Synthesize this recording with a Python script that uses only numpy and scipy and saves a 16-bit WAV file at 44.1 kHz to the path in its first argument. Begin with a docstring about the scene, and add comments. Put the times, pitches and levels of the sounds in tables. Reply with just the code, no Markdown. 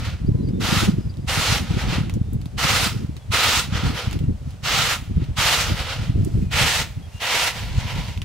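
"""In a garden, shelled peanuts are tossed on a woven bamboo tray: they rain back onto the weave,
then roll as it is shaken. Thousands of tiny impacts excite short rings and the drum-like modes of
the tray, merging into a swish; stray nuts tick alone. Turbulent wind buffets the two microphone
ports with rumble and thumps, while birds peep and twitter far off over a faint hiss of leaves."""
import sys
import numpy as np
from scipy import signal
from scipy.fft import rfft, irfft
from scipy.io import wavfile

SR = 44100
rng = np.random.default_rng(int(sys.argv[2]) if len(sys.argv) > 2 else 0)


def digitize_waveform(pressure):
    """Quantize a signal to 16-bit integers and store it at the path in sys.argv[1].

    Rows of a 2-D input are taken as channels; values are limited to [-1, 1].
    """
    field = np.atleast_2d(pressure).T
    bounded = np.clip(field, -1, 1)
    quanta = np.round(bounded * 32767).astype(np.int16)
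    wavfile.write(sys.argv[1], SR, quanta)


N = 363384


def nuts():
    """Modal excitation: random impacts, denser when louder, drive short rings and the tray's modes."""
    # colour of the knocks: frequency_hz, density_db
    knock_spectrum = [(240, -4), (400, -10), (488, -5.5), (652, -1.5), (1060, -2.5), (1260, -6),
                      (1660, -1.5), (3720, -1.5), (5530, -6), (15400, -21.5)]
    # drum-like modes, whose strength shifts with the grip: pitch_hz, width_hz, before_db, after_db
    tray_modes = [(498, 88, 1.5, -1.5), (807, 135, -7, -7), (968, 93, -17, 4.5), (1268, 61, 6, -10),
                  (1380, 132, 4.5, 0), (2030, 630, -7.5, -0.5), (2750, 900, -6, -4),
                  (4340, 2000, -14, -17.5)]
    # change of grip on the rim: start_s, end_s
    regrip_span = [5.6, 7.76]
    body_knee_hz, treble_knee_hz = 1700, 2600
    level_db, slope_db, body_db = nut_motion()
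    level_db = level_db + drift(25)   # nuts come down in clumps
    chance = np.clip(.8 * from_db(.5 * (level_db + 22.5)), .2, .95)   # of a knock in each sample
    struck = rng.random(N) < chance
    path, side = rng.laplace(0, 1, (2, N))   # each knock has its own spot on the weave
    sizes = from_db(1.56 * np.minimum(rng.exponential(1, N), 5)) * rng.choice([-1, 1], N)
    knocks = sizes * struck * from_db(level_db) / np.sqrt(chance)
    lag_samples = np.round(1.8 * path * np.abs(path) ** .3).astype(int)
    right_arrival = np.clip(np.arange(N) + lag_samples, 0, N - 1)
    left, right = knocks * from_db(-1.4 + 0.5 * side), knocks * from_db(-0.12 - 0.5 * side)
    shape = rng.integers(0, 4, N)   # four nut shapes share out the rings
    pairs = [np.array([left * (shape == k), np.bincount(right_arrival, right * (shape == k), N)])
             for k in range(4)]
    out = np.zeros((2, N))
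    for k, hz in enumerate(np.geomspace(380, 15500, 24)):
        treble_db = slope_db * np.clip(np.log2(hz / treble_knee_hz), 0, 1.3)
        bass_db = body_db * max(np.log2(body_knee_hz / hz), 0)
        out += from_db(treble_db + bass_db + 1.95 * drift(3.2)) * resonance(pairs[k % 4], hz, 0.23 * hz)
    regrip = np.interp(np.arange(N) / SR, regrip_span, [0, 1])
    for hz, width_hz, before_db, after_db in tray_modes:   # every knock drums the whole tray
        mode_db = before_db + (after_db - before_db) * regrip
        bass_db = body_db * max(np.log2(body_knee_hz / hz), 0)
        out += from_db(mode_db + bass_db) * resonance(sum(pairs), hz, width_hz)
    return from_db(7) * coloured(out, knock_spectrum)


def nut_motion():
    """Incoherent addition: landings and rolls sum in power, which weights their treble and bass slopes."""
    # the tossed heap rains onto the weave:
    # start_s, length_s, thickest_after_s, first_db, peak_db, last_db, body_db_per_octave
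    landings = [(0.592, .26, 0.15, -26.5, -21.5, -25.5, 0), (1.265, 0.3, .165, -23.5, -21.5, -23, 0),
                (2.567, 0.3, 0.12, -21.5, -18.5, -21, -2.7), (3.305, 0.29, 0.22, -18.5, -18, -21, -2),
                (4.623, 0.31, .14, -23.5, -18.5, -23, -3.2), (5.354, 0.27, 0.14, -21.5, -17.5, -22, -3.5),
                (6.501, 0.3, 0.097, -25, -18, -21.5, -2), (7.188, .29, 0.16, -27, -19.5, -21.5, -1.2)]
    # jerks set the nuts rolling: peak_s, rise_db_per_s, peak_db, hold_s, treble_db_per_octave
    shakes = [(0.046, 77, -34.5, 0.027, -2), (1.71, 126, -36, 0.0089, -2), (1.804, 252, -30, 0.017, -2),
              (1.935, 119, -27.5, 0.011, -3), (2.076, 100, -53, 0.021, -14), (3.759, 350, -26, 0.012, -4.5),
              (3.857, 108, -29.5, 0.011, -1.5), (3.987, 154, -28, 0.013, -2), (4.105, 100, -45.5, .04, 4),
              (4.507, 150, -55.5, .02, 5), (5.225, 150, -46, 0.0082, -4), (5.685, 98, -26.5, 0.01, 0.5),
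              (5.801, 121, -28.5, .01, -1), (5.899, 175, -28.5, .02, -3), (6.036, 62, -39.5, 0.024, 0),
              (6.19, 60, -53.5, 0.25, 5.5), (7.157, 148, -53, .03, 8), (7.58, 100, -35, 0.035, 2.1),
              (7.687, 93, -44.5, 0.04, 2), (7.803, 136, -35.5, .01, .6), (7.902, 133, -32.5, 0.0071, -1),
              (7.985, 94, -36, 0.012, 1), (8.081, 85, -39, 0.0087, 2.5)]
    attack_s, attack_knee_db, attack_depth_db = 0.033, 6.5, 32.5   # the first nuts arrive
    bounce_s, bounce_loss_db = 0.075, 20.5   # bounces die fast
    settle_db_per_s, roll_down_db_per_s = 102, 149
    first_slope, last_slope, roll_body = 1.3, 3.5, 1.8   # dB per octave
    restless_db = -69.5   # a few nuts always shift
    t = np.arange(0, N / SR + .002, .001)
    power = np.full(len(t), from_db(2 * restless_db))
    tilt, body = power * last_slope, power * roll_body
    for s, length, thickest, first_db, peak_db, last_db, body_db in landings:
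        end, settle_db = length + bounce_s, last_db - bounce_loss_db
        times = [0, attack_s / 2, attack_s, thickest, length, end, end + 1]
        levels_db = [first_db - attack_depth_db, first_db - attack_knee_db, first_db, peak_db, last_db,
                     settle_db, settle_db - settle_db_per_s]
        share = from_db(2 * np.interp(t - s, times, levels_db, left=-200))
        slope_db = np.interp(t - s, [0, length], [first_slope, last_slope])   # harder as the heap thins
        power, tilt, body = power + share, tilt + share * slope_db, body + share * body_db
    for s, rise_db_per_s, peak_db, hold, slope_db in shakes:
        onset_db = rise_db_per_s * np.maximum(s - t, 0)
        decay_db = roll_down_db_per_s * np.maximum(t - s - hold, 0)
        share = from_db(2 * (peak_db - onset_db - decay_db))
        power, tilt, body = power + share, tilt + share * slope_db, body + share * roll_body
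    return in_time(np.transpose([t, 10 * np.log10(power), tilt / power, body / power]))


def ticks():
    """Impact response: a brief contact excites a ring, its overtone and the tray; a rustle follows."""
    # lone nuts and creaking weave: start_s, peak_db, ring_hz, left_minus_right_db
    contacts = [(0.488, -35, 2010, -6), (1.1408, -38, 2930, 0.0), (1.1707, -37, 3300, -10),
                (2.0968, -20, 2260, -3), (2.139, -26, 5460, -3), (2.333, -29.5, 11000, -12),
                (2.4154, -30.5, 2740, -5), (2.4574, -29, 3300, 0), (3.0175, -44, 2990, 10),
                (3.1665, -30, 2600, -1.0), (4.1111, -22.5, 2480, -5), (4.129, -23, 2550, -3),
                (4.1904, -25.5, 2670, -4), (4.507, -33.5, 3000, -1.0), (5.2415, -30, 3120, -1.5),
                (6.2483, -23.5, 8000, -9), (8.1758, -22, 2290, -2), (8.218, -17, 2030, -1)]
    out, t = np.zeros((2, N + 2000)), np.arange(2000) / SR
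    for s, peak_db, hz, pan_db in contacts:
        grit = rng.standard_normal((2, 2000))
        contact = grit[0] * np.exp(-t / 0.00061)
        ring = resonance(resonance(contact, hz, 1.1 * hz), hz, 1.1 * hz)
        body = resonance(contact, hz=1010, width_hz=450)
        overtone = resonance(contact, min(2.7 * hz, 13000), hz)
        rustle = resonance(grit * np.exp(-t / 0.013), hz, hz)
        tick = ring + 1.1 * body + 0.4 * overtone + 0.21 * rustle
        gains = from_db(peak_db + np.array([[pan_db], [-pan_db]]) / 2)
        i = round(s * SR)
        out[:, i:i + 2000] += gains * tick / np.abs(tick).max()
    return out[:, :N]


def wind():
    """Intermittent turbulence: pressure at the ports comes in lumps, most of all from small eddies."""
    # gusts at the ports: time_s, level_db, upper_rumble_relative_db
    gusts = [(0.0, -18.5, -5), (0.2, -28.5, -10), (0.27, -15.5, -5.5), (0.52, -26.5, 6), (0.89, -20, 4),
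             (1.17, -25.5, -6.5), (2.15, -20, -0.5), (2.45, -28.5, -8.5), (3.1, -24, 0), (3.2, -29.5, -9.5),
             (3.63, -28, -8), (3.9, -19.5, 0.5), (3.95, -35, -2), (4.29, -16, -4), (4.36, -29.5, -11),
             (5.07, -29, -5), (5.14, -18.5, -6.5), (5.6, -28, -18), (5.71, -16, -6), (5.87, -27.5, -20.5),
             (6.27, -15.5, -2), (7.3, -36.5, -17), (7.77, -19, -13.5), (8.24, -27.5, -10.5)]
    # turbulent pressure spectrum: frequency_hz, density_db
    rumble = [(12, -35), (20, -21), (57, -5.5), (106, -3.5), (205, -9), (468, -24), (654, -40), (709, -53),
              (900, -61), (1170, -92), (1980, -120)]
    lumps_db = 9.3 * np.tanh(1.2 * drift(24.4)) + 2.0 * drift(3.5)
    ports = swept(rng.standard_normal(N)) + 0.29 * rng.standard_normal((2, N))
    level_db, reach_db = in_time(gusts)
    lowpass = signal.butter(2, 150, fs=SR, output="sos")
    large = rms_one(coloured(ports * from_db(0.54 * lumps_db), rumble))
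    small = rms_one(coloured(ports * from_db(1.04 * lumps_db), rumble))
    upper = (small - signal.sosfiltfilt(lowpass, small)) * from_db(reach_db)
    return from_db(level_db) * (signal.sosfiltfilt(lowpass, large) + upper)


def thumps():
    """Wave steepening: each eddy is a push and a pull whose steepened front adds overtones."""
    # single eddies that hit the ports: start_s, peak_db, pitch_hz
    eddies = [(0.237, -11, 127), (0.307, -9, 100), (0.933, -9.5, 159), (1.262, -20, 72), (1.517, -10, 121),
              (2.003, -9.5, 126), (2.206, -7, 110.4), (2.456, -15.5, 128), (2.641, -10.5, 128),
              (3.04, -18, 131), (3.085, -14.5, 128), (3.291, -15, 84), (3.716, -14.5, 113),
              (3.827, -13, 137), (4.067, -7.5, 102), (4.234, -9, 121), (4.468, -17, 115),
              (5.172, -11.5, 136), (5.379, -13, 101), (5.714, -8, 122), (6.091, -10.5, 122),
              (6.223, -13.5, 116), (6.968, -18, 110), (7.771, -9.5, 89)]
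    out = np.zeros(N + 4000)
    for s, peak_db, hz in eddies:
        cycles = np.arange(4000) / SR * hz - 1.1
        phase = 2 * np.pi * cycles + rng.uniform(0, 2 * np.pi)
        window = np.exp(-(cycles / 0.58) ** 2)
        i = round(s * SR)
        out[i:i + 4000] += from_db(peak_db) * window * np.sin(phase + 0.5 * np.sin(phase))
    return swept(out[:N])


def swept(pressure, lag_s=.00065, turn_rad=.32):
    """Convection: eddies pass the right port first, so the left lags by a delay and a phase turn."""
    turn = turn_rad + 2 * np.pi * lag_s * np.arange(N // 2 + 1) * SR / N
    return np.array([irfft(rfft(pressure) * np.exp(-1j * turn), N), pressure])


def birds():
    """Frequency and amplitude modulation: gliding sine notes waver in level and have one reflection."""
    # bird notes: start_s, length_s, start_hz, end_hz, level_db
    peeps = [(.262, .022, 4450, 5000, -54), (0.367, 0.097, 4100, 4000, -61), (.43, 0.05, 4840, 4880, -58),
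             (.472, 0.025, 4450, 5060, -49), (.533, 0.05, 3570, 3640, -58), (0.893, .02, 4500, 4950, -50),
             (0.98, 0.12, 5000, 5000, -58), (1.095, 0.015, 4600, 4930, -44), (1.2, 0.17, 4870, 4950, -61),
             (2.194, 0.17, 3620, 3620, -65), (3.195, 0.046, 3400, 3350, -57),
             (0.322, 0.11, 1017, 1018, -53.5), (6.076, 0.31, 667, 668, -49), (4.23, .03, 2750, 2800, -58),
             (4.6, 0.034, 5400, 5360, -66), (6.42, 0.045, 2530, 2480, -53), (6.473, .03, 2500, 2460, -55),
             (7.02, 0.045, 3300, 3250, -53), (7.127, 0.099, 2770, 2860, -49)]
    out = np.zeros(N)
    for s, length, start_hz, end_hz, level_db in peeps:
        u = np.linspace(0, 1, round(length * SR))
        phase = np.cumsum(start_hz + (end_hz - start_hz) * u) * 2 * np.pi / SR
        i = round(s * SR)
        out[i:i + len(u)] += from_db(level_db) * np.sin(np.pi * u ** 0.65) ** 0.16 * np.sin(phase)
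    out *= from_db(2.0 * drift(50))
    reflection = 0.35 * np.roll(out, 500)
    return (out + reflection) * from_db([[1.5], [-1.5]])


def twitter():
    """Superposition: faint, short glides at random moments and pitches add up to a far flock."""
    out, u = np.zeros((2, N + 1500)), np.linspace(0, 1, 1500)
    for when, pitch, glide, size, side in rng.random((160, 5)):
        hz = 2400 * 3.1 ** pitch * (1 + 0.17 * (glide - .5) * u)
        phase = np.cumsum(hz) * 2 * np.pi / SR
        note = from_db(-78 + 7.3 * size) * np.sin(np.pi * u) * np.sin(phase)
        i = int(when * N)
        out[:, i:i + 1500] += note * [[side + .5], [1.5 - side]]
    return out[:, :N]


def garden(level_db=-52):
    """Partial coherence: leaves and distant hiss reach the two ports only partly alike."""
    # background spectrum: frequency_hz, density_db
    hiss_spectrum = [(240, -25), (400, -3), (600, 0), (1300, -10), (2500, -12.5), (5000, -16.5),
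                     (9000, -21), (15500, -32)]
    mid, left, right = rng.standard_normal((3, N))
    hiss = rms_one(coloured(.8 * mid + np.array([left, right]), hiss_spectrum))
    return from_db(level_db + 0.5 * drift(8.6)) * hiss


def from_db(db):
    """Decibels to amplitude ratio."""
    return 10 ** (np.asarray(db) / 20)


def rms_one(x):
    """Normalisation to unit rms."""
    return x / np.sqrt(np.mean(x ** 2) + 1e-20)


def in_time(rows):
    """Linear interpolation of (time_s, values...) rows to one value a sample for each column."""
    s, *columns = np.transpose(rows)
    return [np.interp(np.arange(N) / SR, s, c) for c in columns]


def coloured(x, spectrum):
    """Spectral shaping by (frequency_hz, gain_db) points joined on a log-frequency axis."""
    hz, db = np.transpose(spectrum)
    bins_hz = np.arange(N // 2 + 1) * SR / N + 1e-3
    return irfft(rfft(x) * from_db(np.interp(np.log(bins_hz), np.log(hz), db)), N)


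def drift(rate_hz):
    """Slow random fluctuation of unit rms: noise through a double one-pole low-pass."""
    r = np.exp(-2 * np.pi * rate_hz / SR)
    return rms_one(signal.lfilter([1], [1, -2 * r, r * r], rng.standard_normal(N + SR))[SR:])


def resonance(x, hz, width_hz):
    """Damped oscillator: a two-pole resonance with unit gain at its peak."""
    r = np.exp(-np.pi * width_hz / SR)
    feedback = [1, -2 * r * np.cos(2 * np.pi * hz / SR), r * r]
    return signal.lfilter([(1 - r * r) / 2, 0, (r * r - 1) / 2], feedback, x + 1e-18)


def scene():
    """Superposition: the pressures of all sources add at the two ports."""
    return nuts() + ticks() + birds() + twitter() + wind() + thumps() + garden()


def record(dry):
    """Band limiting: a steep elliptic low-pass cuts the highest treble."""
    cutoff_hz = 15750
    return signal.sosfilt(signal.ellip(12, .3, 60, cutoff_hz, fs=SR, output="sos"), dry)


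dry = scene()
out = record(dry)
digitize_waveform(out)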